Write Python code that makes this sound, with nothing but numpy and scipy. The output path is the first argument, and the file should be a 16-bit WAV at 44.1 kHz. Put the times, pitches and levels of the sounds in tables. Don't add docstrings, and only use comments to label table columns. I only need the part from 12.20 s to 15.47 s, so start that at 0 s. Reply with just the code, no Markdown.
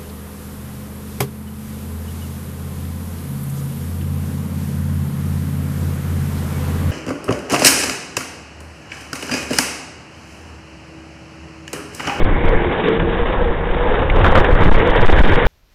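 import sys
import numpy as np
from scipy import signal
from scipy.fft import rfft, irfft
from scipy.io import wavfile
from scipy.ndimage import uniform_filter1d

SR = 44100
rng = np.random.default_rng(int(sys.argv[2]) if len(sys.argv) > 2 else 0)


def wav_out(sig):
    wavfile.write(sys.argv[1], SR, np.round(np.clip(np.atleast_2d(sig).T, -1, 1) * 32767).astype(np.int16))


N = 144207


def undb(db):
    return 10 ** (np.asarray(db) / 20)


def unit(x):
    return x / np.sqrt(np.mean(x ** 2))


def noise():
    return rng.standard_normal(N)


def curve(table, axis=1):
    rows = np.array(table)
    return np.interp(np.arange(N) / SR, rows[:, 0], rows[:, axis])


def walk(rate):
    hold = max(int(SR / rate), 2)
    steps = np.repeat(rng.standard_normal(N // hold + 1), hold)
    return unit(uniform_filter1d(steps, hold)[:N])


def colour(x, points):
    hz, db = np.array(points).T
    f = np.maximum(np.fft.rfftfreq(N, 1 / SR), 1)
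    gain = undb(np.interp(np.log(f), np.log(hz), db))
    return irfft(rfft(x) * gain, N)


def ring(x, hz, width):
    b, a = signal.iirpeak(hz, hz / width, SR)
    return signal.lfilter(b, a, x)


def ring_twice(x, hz, width):
    return ring(ring(x, hz, width), hz, width)


def blow(start, decay):
    age = np.maximum(np.arange(N) / SR - start, 0)
    return np.minimum(age * 1000, 1) * np.exp(-age / decay)


def swell(middle, half):
    offset = (np.arange(N) / SR - middle) / half
    return np.exp(-offset ** 4)


# t/s, level/dB
WIND_LEVEL = [(0, -19), (.1, -11.5), (.27, -13.5), (.42, -17), (.58, -31), (.73, -30), (.8, -21.5),
              (1.05, -22.5), (1.25, -16.5), (1.45, -23), (1.6, -16.5), (1.87, -17), (2.0, -11),
              (2.3, -17.5), (2.5, -11.5), (2.68, -23.5), (2.95, -8), (3.2, -19.5)]
# f/Hz, relative level/dB
EDDY_SPECTRUM = [(3, -0.5), (9, -11.5), (22, 4.5), (40, 2), (75, -6.5), (125, -22), (250, -42),
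                 (600, -55.5)]
# t/s, level/dB
BOOM_LEVEL = [(0, -7.5), (.45, -6), (.7, -7.5), (1.2, -8.5), (1.7, -9), (2.1, -3.5), (2.45, -3.5),
              (2.75, -3.5), (3.27, 1.5)]
# middle t/s, half length/s, pressure/full scale (negative sucks)
GUST_PUSHES = [(.039, .012, -0.8), (.146, .008, -0.4), (0.256, 0.0048, -0.58), (0.289, 0.006, 0.58),
               (0.358, .012, -0.52), (1.023, .006, -.3), (1.306, 0.0065, .34), (1.513, 0.0069, -0.38),
               (1.692, .009, -0.32), (1.916, 0.0052, -0.47), (1.984, 0.0089, -0.4), (1.997, 0.0031, .47),
               (2.038, 0.0021, -.45), (2.083, 0.0028, 0.69), (2.117, 0.0056, -0.75), (2.197, 0.014, 0.58),
               (2.318, .012, -0.44), (2.331, 0.0032, 0.87), (2.348, .008, -0.85), (2.444, 0.011, 0.8),
               (2.463, 0.0022, 0.93), (2.479, 0.0067, -.66), (2.506, 0.011, -0.93), (2.535, .014, -0.74),
               (2.561, 0.0076, 0.78), (2.591, 0.013, 0.46), (2.705, .008, 0.51), (2.814, .013, 0.69),
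               (2.869, .018, -0.95), (2.913, 0.014, 0.76), (2.941, 0.0037, 0.46), (2.951, 0.0043, -0.53),
               (2.971, .009, 0.44), (2.991, 0.0046, 0.52), (2.999, 0.0039, -0.66), (3.027, 0.012, -1.15),
               (3.071, 0.03, 0.49), (3.15, 0.014, -0.63), (3.259, 0.0054, -0.91)]
BOOM_HZ, BOOM_WIDTH_HZ, BOOM_SWING_DB = 85, 45, 3.5
EDDY_LIMIT = .35
GUST_SHARE = .8


def wind():
    strength = undb(curve(WIND_LEVEL))
    eddies = unit(colour(noise(), EDDY_SPECTRUM)) * strength
    boom = ring_twice(noise(), BOOM_HZ, BOOM_WIDTH_HZ)
    boom = unit(boom * undb(BOOM_SWING_DB * walk(25)))
    air = eddies + boom * strength * undb(curve(BOOM_LEVEL))
    air = EDDY_LIMIT * np.tanh(air / EDDY_LIMIT)
    push, calm = 0, 1
    for middle, half, pressure in GUST_PUSHES:
        gust = swell(middle, half)
        push = push + pressure * gust
        calm = calm * (1 - GUST_SHARE * gust)
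    return push + calm * air


# t/s, level/dB, decay/s
JOINTS = [(.797, -11.5, 0.0077), (1.058, -16.5, .011), (1.127, -19.5, 0.028), (1.741, -13.5, .013),
          (2.042, -4.5, 0.015), (2.064, -8, 0.012), (2.153, -4.5, 0.025), (2.175, -13.5, .009),
          (2.244, -6.5, .005), (2.35, -12, 0.0095), (2.512, -13, .007)]
# f/Hz, relative level/dB
THUD_SPECTRUM = [(80, 7), (300, -1.5), (550, 1.5), (1200, 1.5), (1900, -6.5), (2600, -15), (3600, -16.5)]
# f/Hz, width/Hz, relative level/dB
KNOCK_MODES = [(1150, 570, -5), (2190, 230, 12), (2700, 280, -6.5), (3403, 300, -20)]
KNOCK_S, KNOCK_DB, KNOCK_DECAY_S = 1.898, -11, 0.0052


def jolts():
    bangs = sum(undb(db) * blow(start, decay) for start, db, decay in JOINTS)
    thuds = unit(colour(noise(), THUD_SPECTRUM)) * bangs
    rattle = noise()
    knock = unit(sum(undb(db) * ring(rattle, hz, width) for hz, width, db in KNOCK_MODES))
    return thuds + knock * undb(KNOCK_DB) * blow(KNOCK_S, KNOCK_DECAY_S)


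GRIT_PER_S, GRIT_SPREAD_DB = 1500, 3.5
GRIT_SHARE = 0.46


def grit():
    hits = rng.random(N) < GRIT_PER_S / SR
    sizes = undb(GRIT_SPREAD_DB * noise())
    stones = hits * rng.choice([-1, 1], N) * sizes
    return np.sqrt(GRIT_SHARE) * unit(stones) + np.sqrt(1 - GRIT_SHARE) * noise()


# t/s, level/dB
RASP_LEVEL = [(0, -37), (.35, -32.5), (.55, -38), (.8, -50)]
RASP_HZ, RASP_WIDTH_HZ = 2158, 360


def rasp():
    return unit(ring_twice(grit(), RASP_HZ, RASP_WIDTH_HZ)) * undb(curve(RASP_LEVEL))


# t/s, f/Hz, level/dB
SONG = [(0, 480, -40), (.3, 462, -24.5), (.6, 425, -33), (.655, 437, -19.5), (.76, 452, -17.5),
        (.82, 475, -22.5), (.92, 458, -24), (1.02, 472, -19.5), (1.09, 478, -43), (1.2, 480, -22.5),
        (1.28, 468, -24), (1.41, 470, -38), (1.58, 490, -23.5), (1.67, 490, -29.5), (1.8, 518, -20.5),
        (1.9, 520, -28.5), (2.03, 535, -25.5), (2.4, 486, -24.5), (2.6, 505, -40), (2.68, 495, -19.5),
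        (2.76, 478, -23.5), (2.9, 487, -37), (3.27, 479, -31)]
# t/s, f/Hz, level/dB
LOW_GROAN = [(.33, 336, -66), (.44, 348.4, -22), (.5, 354, -21.5), (.62, 359, -67)]
PITCH_WAVER = .017
SING_FLUTTER_DB, OCTAVE_DB = 1.8, -25
HOARSENESS = .28


def singing(table):
    pitch = curve(table) * (1 + PITCH_WAVER * walk(110))
    phase = 2 * np.pi * np.cumsum(pitch) / SR
    note = np.sin(phase) + undb(OCTAVE_DB) * np.sin(2 * phase)
    note = note * undb(SING_FLUTTER_DB * walk(70))
    hoarse = walk(130) * np.sin(phase) + walk(130) * np.cos(phase)
    return unit(note + HOARSENESS * hoarse) * undb(curve(table, axis=2))


# t/s, level/dB
GRIND_LEVEL = [(0, -18), (.17, -21), (.44, -18.5), (.66, -18), (.85, -21), (1.12, -18), (1.4, -21.5),
               (1.68, -17.5), (1.78, -15.5), (1.89, -20), (2.0, -11.5), (2.19, -12), (2.3, -15.5),
               (2.44, -11.5), (2.62, -14), (2.8, -14), (3.0, -14.5), (3.27, -15)]
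# f/Hz, relative level/dB
ROAD_SPECTRUM = [(60, -17), (130, -5), (250, -1), (420, -5), (560, -3), (700, -5), (900, -1), (1350, -8.5),
                 (1950, -10.5), (2500, -17.5), (2800, -17), (3600, -19.5)]
# f/Hz, width/Hz, relative level/dB
BODY_MODES = [(169.4, 29, 5), (346, 58, 2.5), (479.5, 78.4, 5), (809, 40, -6.5), (1663, 100, -7.5),
              (2258, 110, -16.5)]
# t/s, low-mid level/dB, upper-mid level/dB, treble level/dB
GRIND_TONE = [(0, 4, 0, -2), (.4, 1.5, 2.5, -3), (.6, 0.5, 1.5, 2.5), (.85, 5, 1, 1.5), (1.05, 0, 1, 1),
              (1.4, -0.5, -0.5, -2.5), (1.8, -2, -0.5, -0.5), (2.06, -2, -2.5, -1.5), (2.35, 1, 0.5, -2.5),
              (2.65, -1, 1, -0.5), (3.27, 1, 5, 2.5)]
JUDDER_PER_S, JUDDER_DB = 110, 1.04
FLICKER_PER_S, FLICKER_DB = 30, 1
SPUTTER_PER_S, SPUTTER_DB = 65, 1.7
HOP_DB, HOP_LEAD_S, HOP_S = -3.5, 0.011, 0.0072


def rolling():
    scrape = colour(grit(), ROAD_SPECTRUM)
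    body = 0
    for hz, width, db in BODY_MODES:
        body = body + undb(db + FLICKER_DB * walk(7.8)) * ring(grit(), hz, width)
    spectrum = rfft(unit(scrape + body))
    f = np.fft.rfftfreq(N, 1 / SR)

    lows, mids, treble = [curve(GRIND_TONE, axis) for axis in (1, 2, 3)]
    sputter = SPUTTER_DB * walk(SPUTTER_PER_S)
    edges = [0, 400, 600, 1000, 1400, 1900, 2400, 3000, SR]
    grinding = 0
    for lo, hi in zip(edges, edges[1:]):
        tone = lows * (hi <= 400) + mids * (1400 <= lo < 2400) + treble * (lo >= 2400)
        tone = tone + sputter * (lo >= 1900)
        band = irfft(spectrum * (f >= lo) * (f < hi), N)
        grinding = grinding + band * undb(FLICKER_DB * walk(FLICKER_PER_S) + tone)

    hops = sum(swell(start - HOP_LEAD_S, HOP_S) for start, _, _ in JOINTS)
    judder = JUDDER_DB * walk(JUDDER_PER_S)
    return grinding * undb(curve(GRIND_LEVEL) + judder + HOP_DB * hops)


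MUFFLE_HZ = 3662


def scene():
    case = signal.ellip(7, .5, 80, MUFFLE_HZ, fs=SR, output="sos")
    wheels = rasp() + singing(SONG) + singing(LOW_GROAN) + rolling()
    return signal.sosfilt(case, wind() + jolts() + wheels)[None]


# f/Hz, level/dB
RESPONSE = [(3500, 0), (4800, -3.5), (9000, -2.5), (15000, -2)]
RAIL, KNEE = .72, 80
LEAK = .012
TOP_HZ = 15900


def record(dry):
    flat = dry / (1 + np.abs(dry / RAIL) ** KNEE) ** (1 / KNEE)
    heard = colour(flat + LEAK * (dry - flat), RESPONSE)
    top = signal.ellip(8, .2, 70, TOP_HZ, fs=SR, output="sos")
    return signal.sosfilt(top, heard)


dry = scene()
out = record(dry)
wav_out(out)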